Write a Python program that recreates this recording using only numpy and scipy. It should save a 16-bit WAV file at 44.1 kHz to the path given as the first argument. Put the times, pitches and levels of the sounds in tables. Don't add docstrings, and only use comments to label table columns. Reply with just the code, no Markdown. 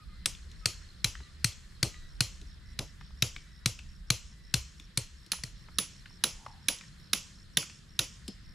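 import sys
import numpy as np
from scipy import signal
from scipy.fft import rfft, irfft, next_fast_len
from scipy.io import wavfile

SR = 44100
rng = np.random.default_rng(int(sys.argv[2]) if len(sys.argv) > 2 else 0)


def wav_out(sig):
    wavfile.write(sys.argv[1], SR, np.round(np.clip(np.atleast_2d(sig).T, -1, 1) * 32767).astype(np.int16))


N = 376613

# time in seconds, then wind, far rumble and leaves in dB.
AIR_LEVELS = [(0.0, -48, -54.5, -63), (0.55, -46, -57.5, -60.5), (3.12, -48.5, -56, -62),
              (3.52, -53.5, -58.5, -63), (3.88, -46.5, -57, -64), (5.11, -52.5, -60.5, -62.5),
              (5.76, -54, -56, -61.5), (6.59, -58.5, -56, -61), (8.54, -53.5, -54.5, -62.5)]
# frequency in Hz, level in dB.
WIND_TONE = [(12, -46), (20, -2.5), (70, -2.5), (91, -28.5), (150, -120)]
RUMBLE_TONE = [(35, -35.5), (60, -5), (183, -7), (242, -18), (426, -39), (466, -67), (500, -36), (650, -48),
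               (1100, -120)]
LEAF_TONE = [(180, -40), (300, 0), (462, -7), (870, -13.5), (1010, -8), (1510, -4), (1810, -0.5),
             (2400, -9.5), (3640, -5.5), (4830, -6.5), (5430, -6.5), (5900, -14), (8790, -18), (12100, -23),
             (16000, -43)]
# frequency in Hz, likeness from 0 to 1.
STEREO_LIKENESS = [(30, 0.76), (100, 1), (290, 0.49), (640, 0.11), (1410, 0.69), (3100, 0.25), (6820, 0.56),
                   (15000, 0.35)]
# time in seconds, level in dB.
SWELL_LEVELS = [(6.3, -79), (6.48, -56), (6.66, -75.5)]
# start and length in seconds, final pitch in Hz, level in dB,
# kind of note (0 low, 1 high).
BIRD_NOTES = [(0, 0.04, 1240, -58.5, 0), (0.088, 0.054, 1220, -65, 0), (0.099, 0.21, 2040, -69.5, 1),
              (0.614, 0.1, 1254, -58, 0), (1.201, .115, 1180, -70, 0), (1.175, 0.11, 1950, -64, 1),
              (1.878, .13, 1225, -67, 0), (1.866, 0.228, 1944, -64, 1), (2.63, 0.3, 1987, -70.5, 1),
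              (3.458, 0.27, 1930, -69.5, 1), (4.321, 0.23, 1970, -69, 1)]
# time in seconds, level in dB.
TRILL_LEVELS = [(0, -73), (1, -68), (2, -73), (3.5, -93.5), (4.8, -79.5), (5.2, -76), (6, -69.5),
                (6.8, -76), (7.5, -67.5), (7.9, -81), (8.54, -92)]
# first and last chirp in seconds, level in dB.
CHIRP_RUNS = [(0.565, 0.764, -58), (2.093, 2.661, -57.5), (2.835, 3.52, -57), (3.708, 4.622, -57),
              (4.782, 4.963, -57), (5.173, 5.567, -58), (5.745, 6.808, -55), (7.001, 7.894, -56.5),
              (8.083, 8.45, -56.5)]
# frequency in Hz, seconds to fade by 60 dB (called t60 below).
ECHO_FADES = [(300, 0.6), (1000, 0.65), (3000, 0.55), (6000, 0.55), (10000, 0.38), (15000, 0.32)]
# frequency in Hz, gain in dB.
ECHO_TONE = [(290, -40), (500, -10.5), (562, -15), (1400, -10.5), (4210, 2), (7210, -1.5), (8960, -7.5),
             (10400, -0.5), (11000, -14), (14200, -22.5), (16000, -49)]
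# start in seconds, tick level in dB, pitch in Hz, thump level in dB.
TAPS = [(0.35, -51, 3700, -61), (0.515, -56, 4180, -82), (1.153, -46, 1930, -66), (1.203, -57, 1570, -52),
        (1.523, -53, 3670, -77), (1.943, -54, 2100, -76), (2.414, -54.5, 4040, -44.5),
        (3.011, -52, 1760, -66), (3.106, -65, 1340, -81), (3.363, -41.5, 2300, -57),
        (3.79, -46.5, 2670, -66), (4.798, -50, 3700, -50), (5.263, -55.5, 5580, -54.5),
        (5.333, -43.5, 1100, -65), (5.388, -60, 990, -73), (5.686, -55.5, 1120, -63),
        (6.058, -50, 1880, -67), (6.106, -64.5, 1380, -73), (6.463, -43, 1090, -77),
        (6.786, -51, 3970, -66), (6.811, -49, 2330, -83), (6.837, -58, 2160, -60),
        (7.628, -48.5, 1500, -62), (7.698, -51.5, 2760, -55), (8.28, -39.5, 5160, -39.5)]
# frequency in Hz, level in dB.
CRACK_TONE = [(180, -54.5), (300, 9), (455, 1), (749, -22.5), (2210, -16.5), (6200, -1), (8940, -16.5),
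              (10200, -5.5), (12300, -18.5), (14200, -30.5), (16000, -38.5)]
# low and high pitch in Hz, chatter time in seconds,
# gains in dB for the dull part, bright part and echo, then dB louder on the left.
STAKES = [(2330, 4270, 0.0064, -15.5, -15.5, -3.5, 3.5), (2830, 3950, 0.008, -10, -11, -1, -3.5)]
HEAD_HZ = [8190, 8245, 3625, 10180, 10225, 10160, 13810, 14300]
# gain in dB, t60 in seconds, blow that rings it (0 glancing, 1 square).
HEAD_RINGS = [(-15.5, 0.11, 0), (-12.5, 0.033, 0), (-15.5, 0.07, 1), (-3, 0.038, 1), (-10.5, 0.16, 1),
              (-19.5, 0.11, 1), (-23.5, .07, 1), (-21, .08, 1)]
# time in seconds, pitch in Hz.
THUD_PITCH = [
    [(.26, 96), (1.2, 108), (5.4, 114)],
    [(5.3, 171.6), (7.15, 190), (7.6, 132), (8.0, 100)],
]
# start in seconds, levels in dB of the crack, glancing ring, square ring,
# thud and soil crunch, then the stake (0 left, 1 right).
BLOWS = [(0.258, -26, -16, -21, -37, -43, 0), (0.657, -24, -17.5, -60, -27.5, -44, 0),
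         (1.044, -23.5, -28, -21, -24, -46.5, 0), (1.444, -23, -19.5, -27, -20, -47, 0),
         (1.829, -24, -18.5, -30, -20.5, -37.5, 0), (2.206, -23, -25, -27, -21, -45.5, 0),
         (2.79, -33, -41, -65, -29.5, -35, 0), (3.223, -22.5, -52, -42, -21, -38, 0),
         (3.659, -23.5, -22, -37, -20, -40.5, 0), (4.103, -22.5, -37, -37.5, -20, -39.5, 0),
         (4.54, -22.5, -18, -28.5, -20, -41.5, 0), (4.974, -28, -16, -23, -24, -40, 0),
         (5.318, -29, -57, -25, -41.5, -54, 1), (5.436, -37, -30, -37, -33, -54, 0),
         (5.785, -26, -54, -22, -34, -40.5, 1), (6.238, -24, -56, -19.5, -36.5, -41.5, 1),
         (6.684, -25.5, -38, -20, -39, -39, 1), (7.132, -24, -33, -21.5, -34.5, -41.5, 1),
         (7.571, -23.5, -49.5, -20.5, -29.5, -39, 1), (7.991, -25, -41, -26, -31.5, -39, 1)]

NOTE_FALL_HZ, OCTAVE_DB = 41.7, (-13, -1.5)
TRILL_START_S, TRILL_GAP_S = .0275, .0575
CHIRP_GAP_S, PAIR_GAP_S, STROKE_GAP_S = .183, .030, .013
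TAP_T60_S, TAP_CLINK, TAP_PAN_DB, TAP_ECHO_DB = .028, .87, 2, -5
LOW_T60_S, HIGH_T60_S = .004, .006
PITCH_SPREAD = .042
RING_SHARE = (.35, 1.0)
THUD_T60_S, THUD_DROP, THUD_DROP_S = .087, .6, .005
REBOUND_S, REBOUND_DB, REBOUND_PITCH, REBOUND_WIDTH_S = .045, -19, .8, .013
CUTOFF_HZ = 17000


def amp(db):
    return 10 ** (np.asarray(db) / 20)


def rms_one(x):
    return x / np.sqrt(np.mean(x ** 2) + 1e-20)


def in_time(rows):
    s, *columns = np.transpose(rows)
    return [np.interp(np.arange(N) / SR, s, c) for c in columns]


def at_hz(points, hz):
    freqs, values = np.transpose(points)
    return np.interp(np.log(hz), np.log(freqs), values)


def colour(x, tone):
    size = x.shape[-1]
    hz = np.maximum(np.arange(size // 2 + 1) * SR / size, 1)
    return irfft(rfft(x) * amp(at_hz(tone, hz)), size)


def bandpass(x, low_hz, high_hz):
    return signal.sosfilt(signal.butter(2, [low_hz, high_hz], "band", fs=SR, output="sos"), x)


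def band(x, low_hz, high_hz):
    y = bandpass(x, low_hz, high_hz)
    return y / np.std(y[:220])


def drift(rate_hz):
    r = np.exp(-80 * np.pi * rate_hz / SR)
    slow = signal.lfilter([1], [1, -2 * r, r * r], rng.standard_normal(N // 40 + 2002))[2000:]
    return np.interp(np.arange(N) / 40, np.arange(len(slow)), rms_one(slow))


def ring(x, hz, t60):
    r, w = amp(-60 / (t60 * SR)), 2 * np.pi * hz / SR
    return signal.lfilter([0, np.sin(w)], [1, -2 * r * np.cos(w), r * r], x + 1e-18)


def add(out, sound, s, pan_db=0):
    i = int(np.clip(round(s * SR), 0, N))
    part = np.atleast_2d(sound)[:, :N - i]
    out[:, i:i + part.shape[1]] += part * amp([[pan_db / 2], [-pan_db / 2]])


def air_noise(tone, flicker_db, rate_hz):
    out, together, edges = 0, drift(1.5), 18 * 2 ** np.arange(0, 10, .5)
    noise = colour(rng.standard_normal((2, 2, next_fast_len(N))), tone)[..., :N]
    for k, (low, high) in enumerate(zip(edges, np.append(edges[1:-1], 19000))):
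        if tone[0][0] < high and low < tone[-1][0]:
            mid, side = bandpass(noise[k % 2], low, high)
            alike = at_hz(STEREO_LIKENESS, np.sqrt(low * high))
            gain = amp(flicker_db * (0.13 * together + drift(rate_hz)))
            out = out + gain * (np.sqrt(1 + alike) * mid + np.sqrt(1 - alike) * side * [[1], [-1]])
    return rms_one(out)


def swell():
    breath = rms_one(bandpass(rng.standard_normal(N), 770, 960))
    t = np.arange(N) / SR
    return breath * amp(in_time(SWELL_LEVELS)[0]) * (t > SWELL_LEVELS[0][0]) * (t < SWELL_LEVELS[-1][0])


def bird():
    out = np.zeros((2, N))
    for start, length, hz, level_db, kind in BIRD_NOTES:
        along = np.linspace(0, 1, round(length * SR))
        phase = 2 * np.pi * np.cumsum(hz + NOTE_FALL_HZ * (1 - along) ** 3) / SR
        whistle = np.sin(phase) + amp(OCTAVE_DB[round(kind)]) * np.sin(2 * phase)
        add(out, amp(level_db) * np.sin(np.pi * along) ** 0.13 * whistle, start)
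    return out * amp(2.5 * drift(30.5))


def far_cricket():
    out, t = np.zeros((2, N)), np.arange(480) / SR
    stroke = np.sin(2 * np.pi * np.cumsum(4380 - 35000 * t) / SR) * np.hanning(len(t))
    for s in np.arange(TRILL_START_S, N / SR, TRILL_GAP_S):
        add(out, stroke, s - .005)
        add(out, .9 * stroke, s + .01)
    return rms_one(out) * amp(in_time(TRILL_LEVELS)[0] + 2.5 * drift(7))


def near_cricket():
    out, t = np.zeros((2, N)), np.arange(380) / SR
    fade = np.hanning(len(t)) ** 0.74
    for first_s, last_s, level_db in CHIRP_RUNS:
        for s in np.linspace(first_s, last_s, round((last_s - first_s) / CHIRP_GAP_S) + 1):
            for k in range(6):
                detune, louder, slip = rng.standard_normal(3)
                stroke = np.sin(2 * np.pi * np.cumsum(5800 + 50 * detune - 90000 * t) / SR) * fade
                start = s - .004 + PAIR_GAP_S * (k // 2) + STROKE_GAP_S * (k % 2) + 0.00074 * slip
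                add(out, amp(level_db + 0.18 * k + 1.4 * louder) * stroke, start, pan_db=-1.5)
    return out


def echo(sound):
    t, edges, pattern = np.arange(SR // 2) / SR, np.geomspace(150, 19000, 7), 0
    mid, side = rng.standard_normal((2, len(t)))
    noise = mid + 0.33 * side * np.array([[1], [-1]])
    for low, high in zip(edges, edges[1:]):
        slap = amp(-9 * (t / 0.056) ** 2.2)
        tail = amp(-2 - 60 * t / at_hz(ECHO_FADES, np.sqrt(low * high)))
        pattern = pattern + (slap + tail) * bandpass(noise, low, high)
    pattern *= (1 - np.exp(-(t / 0.0048) ** 2)) * np.clip((t[-1] - t) / 0.076, 0, 1)
    pattern /= np.sqrt(np.sum(pattern ** 2) / 2)
    return signal.fftconvolve(np.atleast_2d(sound), colour(pattern, ECHO_TONE), axes=1)


def taps():
    out, t = np.zeros((2, N)), np.arange(2205) / SR
    for s, tick_db, hz, thump_db in TAPS:
        burst = rng.standard_normal(len(t)) * (amp(-60 * t / 0.01) + amp(15 - 60 * t / TAP_T60_S))
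        tick = band(burst, hz / 1.76, hz * 1.68) + 0.1 * band(burst, 1800, 6600)
        tick += TAP_CLINK * band(ring(burst, hz, t60=.006), 600, 12000)
        thump = band(rng.standard_normal(len(t)), 135, 310)
        thump *= amp(-60 * t / 0.075) * np.clip(t / 0.011, 0, 1)
        add(out, amp(thump_db) * thump + amp(tick_db) * tick, s, TAP_PAN_DB)
    return out + amp(TAP_ECHO_DB) * echo(out)[:, :N]


def soil(t, hz, thud_db, crunch_db):
    late = np.maximum(t - .0035, 0)
    drop = THUD_DROP * THUD_DROP_S * (1 - np.exp(-late / THUD_DROP_S))
    push = np.sin(2 * np.pi * hz * (late + drop)) * amp(-60 * late / THUD_T60_S)
    rebound = amp(REBOUND_DB) * np.sin(2 * np.pi * REBOUND_PITCH * hz * t)
    rebound *= np.exp(-((t - REBOUND_S) / REBOUND_WIDTH_S) ** 2)
    crunch = band(rng.standard_normal(len(t)), 120, 600) * amp(-60 * t / 0.14) * np.clip(t / 0.019, 0, 1)
    return amp(thud_db) * (push + rebound) + amp(crunch_db) * crunch


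def stake_crack(t, low_hz, high_hz, chatter_s, dull_db, bright_db):
    contact = np.clip(t / 0.00034, 0, 1) * (amp(-20 * (t / chatter_s) ** 3) + amp(-18 - 60 * t / 0.06))
    noise = rng.standard_normal((4, len(t)))
    crack = band(colour(noise[0], CRACK_TONE) * contact, 1130, 11000)
    low = band(ring(noise[1] * contact, low_hz, LOW_T60_S), 1400, 9000)
    high = band(ring(noise[2] * contact, high_hz, HIGH_T60_S), 1100, 7400)
    dull = band(noise[3] * contact, 1000, 2000)
    dull = band(dull, 1070, 2100)
    bright = band(colour(noise[3], CRACK_TONE) * contact, 12000, 14000)
    return crack + 0.57 * low + 1.13 * high + amp(dull_db) * dull + amp(bright_db) * bright


def hammer_head(click, glancing_db, square_db, ring_share):
    out = 0
    for hz, (db, t60, square) in zip(HEAD_HZ, HEAD_RINGS):
        level_db, fade_s = (square_db, t60 * ring_share) if square else (glancing_db, t60)
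        luck_db = 2 * rng.standard_normal()
        out = out + amp(level_db + db + luck_db) * ring(click, hz, fade_s)
    return out


def blows():
    out, t = np.zeros((2, N)), np.arange(SR // 4) / SR
    click = signal.unit_impulse(len(t), 30)
    for s, crack_db, glancing_db, square_db, thud_db, crunch_db, stake in BLOWS:
        low_hz, high_hz, chatter_s, dull_db, bright_db, echo_db, pan_db = STAKES[stake]
        low_hz, high_hz = [low_hz, high_hz] * np.exp(PITCH_SPREAD * rng.standard_normal(2))
        thud_hz = np.interp(s, *np.transpose(THUD_PITCH[stake]))
        crack = amp(crack_db) * stake_crack(t, low_hz, high_hz, chatter_s, dull_db, bright_db)
        head = hammer_head(click, glancing_db, square_db, RING_SHARE[stake])
        add(out, crack + head, s - .0003, pan_db)
        add(out, soil(t, thud_hz, thud_db, crunch_db), s)
        snap = np.linalg.norm(crack) * (click + 0.07 * ring(click, high_hz, HIGH_T60_S))
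        add(out, amp(echo_db) * echo(snap + 0.37 * head), s, 0.28 * pan_db)
    return out


def scene():
    wind_db, rumble_db, leaves_db = in_time(AIR_LEVELS)
    wind = amp(wind_db) * air_noise(WIND_TONE, flicker_db=4.5, rate_hz=5.9)
    rumble = amp(rumble_db) * air_noise(RUMBLE_TONE, flicker_db=1.0, rate_hz=13.0)
    leaves = amp(leaves_db) * air_noise(LEAF_TONE, flicker_db=1.6, rate_hz=13.0)
    return wind + rumble + leaves + swell() + bird() + far_cricket() + near_cricket() + taps() + blows()


def record(dry):
    return signal.sosfilt(signal.cheby2(12, 70, CUTOFF_HZ, fs=SR, output="sos"), dry)


dry = scene()
out = record(dry)
wav_out(out)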